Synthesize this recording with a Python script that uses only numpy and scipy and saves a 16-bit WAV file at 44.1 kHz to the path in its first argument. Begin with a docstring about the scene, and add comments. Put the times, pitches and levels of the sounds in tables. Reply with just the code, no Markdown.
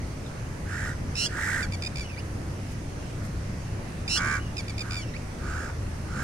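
"""Distant traffic rumbles, and a far engine hums through it in wavering swells.
Close by on the right a bird sings: hoarse low rasps and two phrases of a buzz, a rasp, stuttered chips
and a thin slurred whistle. Its syrinx vibrates, its throat resonances shape the harmonics, and air
hisses through its bill. A dog stands quietly with its head in a hole; now and then a little grit
shifts under it."""
import sys
import numpy as np
from scipy import signal
from scipy.fft import rfft, irfft, next_fast_len
from scipy.io import wavfile
from scipy.ndimage import uniform_filter1d

SR = 44100
rng = np.random.default_rng(int(sys.argv[2]) if len(sys.argv) > 2 else 0)


def put_to_file(sound):
    """Save the sound as 16-bit audio at rate SR, in the file named by the first command-line argument."""
    columns = np.atleast_2d(sound).T  # one column per channel
    safe = np.clip(columns, -1, 1)
    whole_steps = np.round(safe * 32767)
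    wavfile.write(sys.argv[1], SR, whole_steps.astype(np.int16))


N = 274743

# Road rumble and far hiss. Each row: frequency in Hz, relative spectral density in dB.
RUMBLE_SPECTRUM = [(12, -39), (20, -9), (65, -4), (97, -5), (128, -4.5), (151, -8.5), (386, -18),
                   (416, -19.5), (594, -20.5), (700, -29), (910, -65), (1540, -120)]
FAR_HISS_SPECTRUM = [(500, -8.5), (700, 9), (1200, 6), (2000, 4.5), (2700, 0), (3500, -7), (4700, -4.5),
                     (6200, -4), (7500, -9.5), (8700, -7.5), (11000, -11.5), (13000, -22), (15500, -25)]
# Coherence of the background. Each row: frequency in Hz, left-right correlation.
COHERENCE = [(60, 1), (120, 0.9646), (240, 0.968), (480, 0.494), (950, 0.094), (1890, -0.025), (3770, 0.22),
             (7520, -0.042), (15000, -0.22)]
# Balance of the background. Each row: frequency in Hz, left minus right in dB.
BALANCE = [(60, 1.5), (150, 0), (380, -1.5), (950, -1.5), (2380, -1.5), (5980, -6), (15000, 2.5)]
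# The engine gathers speed, then drops. Each row: time in seconds, shaft rate in Hz.
ENGINE_SPEED = [(0, 29.7), (1.6, 30.7), (3.8, 34.44), (4.3, 35.08), (5.1, 36.7), (5.25, 26.26),
                (6.23, 26.9)]
# Engine harmonics. Each row: multiple of the shaft rate, relative level in dB.
ENGINE_ORDERS = [(2, -9), (3, -1), (5, -11)]
# Swells of the hum. Each row: start in seconds, length in seconds, relative level in dB.
HUM_SWELLS = [(.55, 1.34, -36.5), (2.079, 0.867, -36), (3.026, 0.856, -34.5), (4.07, 1.04, -36.5),
              (5.305, 1.2, -36.5)]
# Whistles. Each row: start and length in seconds, first, middle and last pitch in Hz, level in dB.
WHISTLES = [(0.244, 0.046, 4120, 3570, 3340, -58.5), (2.04, 0.11, 3000, 2667, 2300, -51),
            (2.162, 0.0465, 1796, 2460, 3070, -47.5), (2.182, 0.0217, 4800, 5000, 4700, -51),
            (4.396, .13, 2965, 2870, 2670, -55), (5.007, 0.094, 3100, 2720, 2603, -53),
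            (5.136, 0.0368, 1793, 2170, 2585, -45)]
# Rasps. Each row: start, length, attack and release in seconds, then the crest's level in dB,
# pitch in Hz and roughness from 0 to 1.
RASPS = [(.64, 0.3314, 0.086, 0.0795, -37, 1683, 0.81), (1.274, 0.4142, 0.1387, 0.081, -31, 1792, 0.83),
         (4.147, .27, 0.0223, 0.0633, -28, 1353, .05), (4.782, 0.248, 0.064, 0.102, -44, 1414, 0.78),
         (5.361, 0.4032, 0.1284, 0.119, -38.5, 1458, 0.67), (6.031, .34, 0.195, 0.1023, -35.5, 1409, .8)]
# Throat resonances of the low and high voices. Each row: frequency in Hz, relative gain in dB.
LOW_THROAT = [(700, 20.5), (1080, 3), (1330, -3), (1650, -3), (2150, -5.5), (2600, -26), (3700, -28),
              (6000, -30.5), (9000, -60.5)]
HIGH_THROAT = [(1200, -23), (1800, -7.5), (2300, 3), (2850, 2), (3500, 1.5), (4200, -1), (4900, 5),
               (5450, 6), (6100, -5), (6750, -4), (7500, -9.5), (8300, -6), (11000, -21.5), (15000, -32)]
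# Air through the bill. Each row: frequency in Hz, relative spectral density in dB.
BILL_HISS = [(500, 1), (1000, 12), (2500, 2), (3800, -3), (5700, 4), (6700, 3.5), (7600, 6.5), (9000, -1),
             (12000, -8), (15500, -22.5)]
# Quick pips, then a held note. Each row: start in seconds, number of pips, pip spacing and held length
# in seconds, the held note's first and last pitch in Hz, opening level in dB, held note's fade in dB.
STUTTERS = [(1.154, 0, .0125, 0.0073, 1336, 1200, -32.5, 6),
            (1.628, 0, .0125, 0.028, 1211, 1072, -33.5, 12),
            (1.722, 1, 0.0119, 0.0211, 1198, 1097, -37.5, 5),
            (1.822, 3, .013, 0.0176, 1212, 1241, -34, 0.5), (1.957, 4, 0.01244, 0.048, 1190, 1020, -36, 18),
            (4.078, 0, .0125, 0.0108, 1250, 1151, -31.5, 5), (4.568, 1, .0115, 0.0315, 1275, 1076, -35, 6),
            (4.681, 1, 0.0136, 0.015, 1201, 1100, -39, 3),
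            (4.78, 2, 0.01234, 0.02022, 1228, 1172, -35, 2.5),
            (4.9077, 5, 0.01156, 0.0685, 1206, 1044, -34.5, 12)]
# Buzzes. Each row: start and warble length in seconds, level in dB, starting pitch in Hz.
BUZZES = [(1.164, .097, -28.5, 1328), (4.091, 0.0848, -27, 1316)]
# The song at two microphone ports. Each row: frequency in Hz, left phase lead in radians
# (before limiting), left minus right in dB.
PORTS = [(500, 0, 24), (1110, -0.11, -4), (1630, 0.76, -10.5), (2237, 1.5, 1), (2296, -1.92, -5),
         (3120, -1.5, -1.5), (3663, 2.5, 6), (4370, 0.65, -4.5), (5360, 1.5, -16), (6700, 1.46, 2),
         (7500, -1.12, -7), (9550, -1.7, 3)]
# Shifts of grit. Each row: start in seconds, length in seconds, level in dB.
GRIT = [(2.692, 0.0592, -56.5), (2.728, 0.015, -62.5), (3.22, 0.071, -56.5), (4.772, .006, -57),
        (6.011, 0.0073, -62)]


def gain_of(db):
    """Amplitude grows tenfold for every 20 dB."""
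    return 10 ** (np.asarray(db) / 20)


def unit_rms(x):
    """Normalisation to unit mean power."""
    return x / np.sqrt(np.mean(x ** 2) + 1e-20)


def at_hz(points, hz):
    """Interpolation of a spectrum on a logarithmic frequency axis."""
    knots_hz, value = np.transpose(points)
    return np.interp(np.log(hz + 1), np.log(knots_hz + 1), value)


def follow(rows, x):
    """Linear interpolation of each later column against the first."""
    knots, *columns = np.transpose(rows)
    return [np.interp(x, knots, column) for column in columns]


def add(mix, start, sound):
    """Superposition: a sound joins the mix at its start in seconds."""
    part = mix[max(round(start * SR), 0):][:len(sound)]
    part += sound[:len(part)]


def noise(spectrum, size):
    """Spectral shaping of white noise, at unit power."""
    shape = gain_of(at_hz(spectrum, np.fft.rfftfreq(size, 1 / SR)))
    return unit_rms(irfft(rfft(rng.standard_normal(size)) * shape, size))


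def wander(size, top_hz):
    """Low-pass filtering turns noise into a drift, mostly slower than top_hz."""
    padded = next_fast_len(size + SR // 4)
    hz = np.fft.rfftfreq(padded, 1 / SR)
    spectrum = rfft(rng.standard_normal(padded)) / (1 + (hz / top_hz) ** 2) ** 2
    return unit_rms(irfft(spectrum, padded))[:size]


def taper(t, fade_s):
    """A raised-cosine envelope keeps a note's ends from clicking."""
    return np.sin(np.pi / 2 * np.clip(np.minimum(t - t[0], t[-1] - t) / fade_s, 0, 1)) ** 2


def diffuse_noise(spectrum, patchy_db):
    """Partial coherence: noise with drifting patches of level is alike on both sides in the bass."""
    frames, hz = N // 512 + 5, np.fft.rfftfreq(2048, 1 / SR)
    a, b, c, d, patches = rng.standard_normal((frames, len(hz), 5)).T
    patches = unit_rms(uniform_filter1d(uniform_filter1d(patches, size=24, axis=0), size=10, axis=1))
    coherence = at_hz(COHERENCE, hz)[:, None]
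    left = a + 1j * b
    right = coherence * left + np.sqrt(1 - coherence ** 2) * (c + 1j * d)
    tilt = gain_of(at_hz(BALANCE, hz)[:, None] / 2)
    spectra = np.array([left * tilt, right / tilt])
    spectra *= gain_of(at_hz(spectrum, hz)[:, None] + patchy_db * patches)
    stereo = signal.istft(spectra, nperseg=2048, noverlap=1536)[1][:, :N]
    return stereo / np.std(stereo.mean(0))


def engine(fade_s=0.1274, lull_db=-51, trim_db=-1):
    """A rotating engine radiates harmonics of its shaft rate; the hum swells over a faint drone."""
    t = np.arange(N) / SR
    shaft_hz = follow(ENGINE_SPEED, t)[0] * (1 + 0.00795 * wander(N, 11.65))
    angle = 2 * np.pi * np.cumsum(shaft_hz) / SR
    hum = sum(gain_of(db) * np.sin(k * angle) * (1 + 0.122 * wander(N, 9)) for k, db in ENGINE_ORDERS)
    swells = sum(gain_of(db) * np.clip(np.minimum(t - start, start + length - t) / fade_s, 0, 1)
                 for start, length, db in HUM_SWELLS)
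    return gain_of(trim_db) * np.maximum(swells, gain_of(lull_db)) * unit_rms(hum)


def traffic(rumble_db=-34.5, hiss_db=-48):
    """Incoherent sources add in power: one engine, far hiss and road rumble."""
    hum = engine()
    hiss = gain_of(hiss_db) * diffuse_noise(FAR_HISS_SPECTRUM, patchy_db=1.3)
    rumble = gain_of(rumble_db) * diffuse_noise(RUMBLE_SPECTRUM, patchy_db=1)
    return hum + hiss + rumble


def whistle(start, length, first_hz, middle_hz, last_hz, level_db, octave_db=-9, flicker_db=4):
    """Random modulation of pitch and level unsettles a gliding tone with a weak octave."""
    t = np.arange(0, length, 1 / SR)
    pitch = np.interp(t, [0, length / 2, length], [first_hz, middle_hz, last_hz])
    pitch *= 1 + .035 * wander(len(t), 700)
    angle = 2 * np.pi * np.cumsum(pitch) / SR
    tone = np.sin(angle) + gain_of(octave_db) * np.sin(2 * angle)
    tone *= gain_of(flicker_db * wander(len(t), 150))
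    return start, gain_of(level_db) * unit_rms(tone) * taper(t, 0.00128)


def syrinx(pitch, throat, odd_db=0, count=12):
    """Source and filter: each harmonic swells as it sweeps through a throat resonance."""
    turns = np.cumsum(pitch) / SR
    k = np.arange(1, count + 1)[:, None]
    hz = k * abs(pitch)
    amplitudes = gain_of(at_hz(throat, hz) + odd_db * (k % 2)) * (hz < SR / 2)
    return unit_rms((amplitudes * np.sin(2 * np.pi * (k * turns + rng.random((count, 1))))).sum(0))


def rasp_breath(start, length, attack_s, release_s, crest_db, crest_hz, crest_rough,
                crest_share=.63, droop=.15, swell_db=5.5, loose_hz=1560, loose_rough=0.8135):
    """One push of air governs level, pitch and roughness: loudest at its crest, loose at both ends."""
    t = np.arange(0, length, 1 / SR)
    slack = 1 - np.sin(np.interp(t / length, [0, crest_share, 1], [0, np.pi / 2, np.pi]))
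    loose = slack ** 3
    gate = np.clip(np.minimum(t / attack_s, (length - t) / release_s), 1e-3, 1)
    level_db = crest_db + 20 * np.log10(gate) - swell_db * slack
    pitch = (1 - loose) * crest_hz * (1 - droop * slack) + loose * loose_hz
    rough = (1 - loose) * crest_rough + loose * loose_rough
    return start + t, level_db, pitch, rough


def rasp(row, flutter_hz=74, depth=0.2023, jitter=.135, throb=0.44, half_db=1, hiss_db=-12):
    """Nonlinear oscillation: a low note flips between two pitches and turns chaotic as the bill hisses."""
    t, level_db, pitch, rough = rasp_breath(*row)
    flutter_rate = flutter_hz * (1 + .3 * rough * wander(len(t), 57.44))
    flutter = np.tanh(2 * np.sin(2 * np.pi * np.cumsum(flutter_rate) / SR))
    flutter *= 1 - 0.607 * rough  # chaos blurs the regular flutter
    pitch *= 1 + depth * flutter + jitter * rough * wander(len(t), 600)
    # Period doubling: in clean stretches alternate cycles differ, adding a partial at 3/2 of the pitch.
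    half_partial = np.sin(3 * np.pi * np.cumsum(pitch) / SR)
    half_partial *= gain_of(half_db + at_hz(LOW_THROAT, 3 / 2 * abs(pitch)))
    tone = syrinx(pitch, LOW_THROAT, count=7) + np.sqrt(2) * (1 - rough) ** 2 * half_partial
    tone *= 1 + 0.213 * rough * wander(len(t), 900)
    tone = signal.sosfilt(signal.butter(4, 950, "highpass", fs=SR, output="sos"), tone)
    # Higher notes hiss higher; harder, rougher blowing hisses more.
    bill = [(hz * np.sqrt(pitch.mean() / 1650), db) for hz, db in BILL_HISS]
    blowing_db = 0.087 * (level_db - level_db.max()) + 5 * (rough - 0.5)
    hiss = gain_of(hiss_db + blowing_db) * noise(bill, len(t))
    envelope = gain_of(level_db) * (1 + throb * flutter) * taper(t, 0.018)
    return t[0], envelope * (unit_rms(tone) + hiss)


def chip(start, length, first_hz, last_hz, level_db, fade_db):
    """A steepening downward glide decays exponentially, with its odd harmonics weakened."""
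    t = np.arange(0, max(length, .004), 1 / SR)
    progress = t / t[-1]
    pitch = first_hz + (last_hz - first_hz) * (progress + progress ** 2) / 2
    pitch *= 1 + .016 * wander(len(t), 900)
    envelope = gain_of(level_db - fade_db * progress) * taper(t, 0.00092)
    return start, envelope * syrinx(pitch, HIGH_THROAT, odd_db=-7)


def stutter(start, pips, spacing, held_s, first_hz, last_hz, level_db, fade_db,
            duty=0.506, tiring_db=0.3461):
    """Interrupted oscillation: the voice catches in pips that sag in pitch, and then holds."""
    notes = [chip(start + k * spacing, duty * spacing, 1.05 * first_hz, .9 * first_hz,
                  level_db - k * tiring_db, fade_db=2.97) for k in range(pips)]
    held = chip(start + pips * spacing, held_s, first_hz, last_hz, level_db - pips * tiring_db, fade_db)
    return notes + [held]


def buzz_contour(start, length, buzz_db, first_hz, settle_s=0.0194, onset_db=-11.5, climb=.09,
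                 break_s=0.0059, squeak_s=0.0186, squeak_hz=1719, sag_hz_per_s=7430, fade_db=16.5):
    """A change of vibration regime: the warble settles, climbs and breaks into a sagging squeak."""
    t = np.arange(0, length + squeak_s, 1 / SR)
    warbling, after = t < length, np.maximum(t - length, 0)
    settling = np.exp(-t / settle_s)
    breaking = np.exp(-abs(t - length) / break_s)
    level_db = buzz_db + np.where(warbling, onset_db * settling, -fade_db * (after / squeak_s) ** 2)
    pitch = np.where(warbling, first_hz * (1 + climb * t / length), squeak_hz - sag_hz_per_s * after)
    rough = 0.273 * settling + np.where(warbling, 0.5, .2) * breaking + 0.0364
    warble_share = warbling * (1 - 0.71 * rough)
    return start + t, level_db, pitch, warble_share, rough


def buzz(row, warble_hz=148, depth=0.059, jitter=0.104, throb=.25, hiss_db=-10):
    """Fast modulation of pitch and amplitude gives the high voice sidebands, heard as a buzz."""
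    t, level_db, pitch, warble_share, rough = buzz_contour(*row)
    angle = 2 * np.pi * warble_hz * (t - t[0])
    warble = warble_share * (np.sin(angle) + 0.47 * np.sin(2 * angle))
    pitch *= 1 + depth * warble + jitter * rough * wander(len(t), 910)
    tone = syrinx(pitch, HIGH_THROAT)
    hiss = gain_of(hiss_db) * np.sqrt(rough) * noise(BILL_HISS, len(t))
    envelope = gain_of(level_db) * (1 + throb * warble) * taper(t, 0.00083)
    return t[0], envelope * (tone + hiss)


def diffraction(song, max_lead_rad=2.4):
    """Direct sound bends round a housing and reaches its two ports unequal in phase and level."""
    lead, tilt_db = follow(PORTS, np.fft.rfftfreq(2 * N, 1 / SR))
    left = gain_of(tilt_db / 2) * np.exp(.5j * np.clip(lead, -max_lead_rad, max_lead_rad))
    ports = np.array([left, 1 / left])
    return irfft(rfft(song, 2 * N) * ports / abs(ports.mean(0)))[:, :N]


def reflections(song, near_db=-6, near_t60=0.035, far_db=-19, far_t60=0.4):
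    """Reverberation: close concrete scatters the song, and far walls add a faint tail."""
    t = np.arange(SR // 2) / SR
    taps = rng.choice([-1., 1.], (2, len(t))) * (rng.random((2, len(t))) < .2)
    near = taps * gain_of(-60 * t / near_t60) * (t > .0004)
    far = taps * gain_of(-60 * t / far_t60) * (t > .012)
    response = sum(gain_of(db) * paths / np.linalg.norm(paths, axis=1, keepdims=True)
                   for db, paths in [(near_db, near), (far_db, far)])
    return signal.fftconvolve(song[None], response, axes=1)[:, :N]


def bird():
    """Multipath propagation: every note arrives both directly and by reflection."""
    notes = [rasp(row) for row in RASPS] + [buzz(row) for row in BUZZES]
    notes += [whistle(*row) for row in WHISTLES]
    notes += [note for row in STUTTERS for note in stutter(*row)]
    song = np.zeros(N)
    for note in notes:
        add(song, *note)
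    return diffraction(song) + reflections(song)


def grit(unevenness_db=4, band_hz=(3000, 11000)):
    """Granular noise: dry soil crumbles in dense, tiny clicks of uneven size."""
    stereo = np.zeros((2, N))
    band = signal.butter(2, band_hz, "bandpass", fs=SR, output="sos")
    for start, length, level_db in GRIT:
        size = round(length * SR)
        for side in stereo:
            clicks = rng.standard_normal(size) * gain_of(unevenness_db * rng.exponential(1, size))
            crumble = signal.sosfilt(band, clicks) * np.hanning(size)
            add(side, start, gain_of(level_db) * unit_rms(crumble))
    return stereo


def scene():
    """Superposition of bird, soil and distant road."""
    return bird() + grit() + traffic()


def record(dry):
    """Band limiting: a linear-phase low-pass filter removes the highest treble."""
    lowpass = signal.firwin(511, cutoff=15750, window=("kaiser", 9), fs=SR)
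    return signal.oaconvolve(dry, lowpass[None], "same")


dry = scene()
out = record(dry)
put_to_file(out)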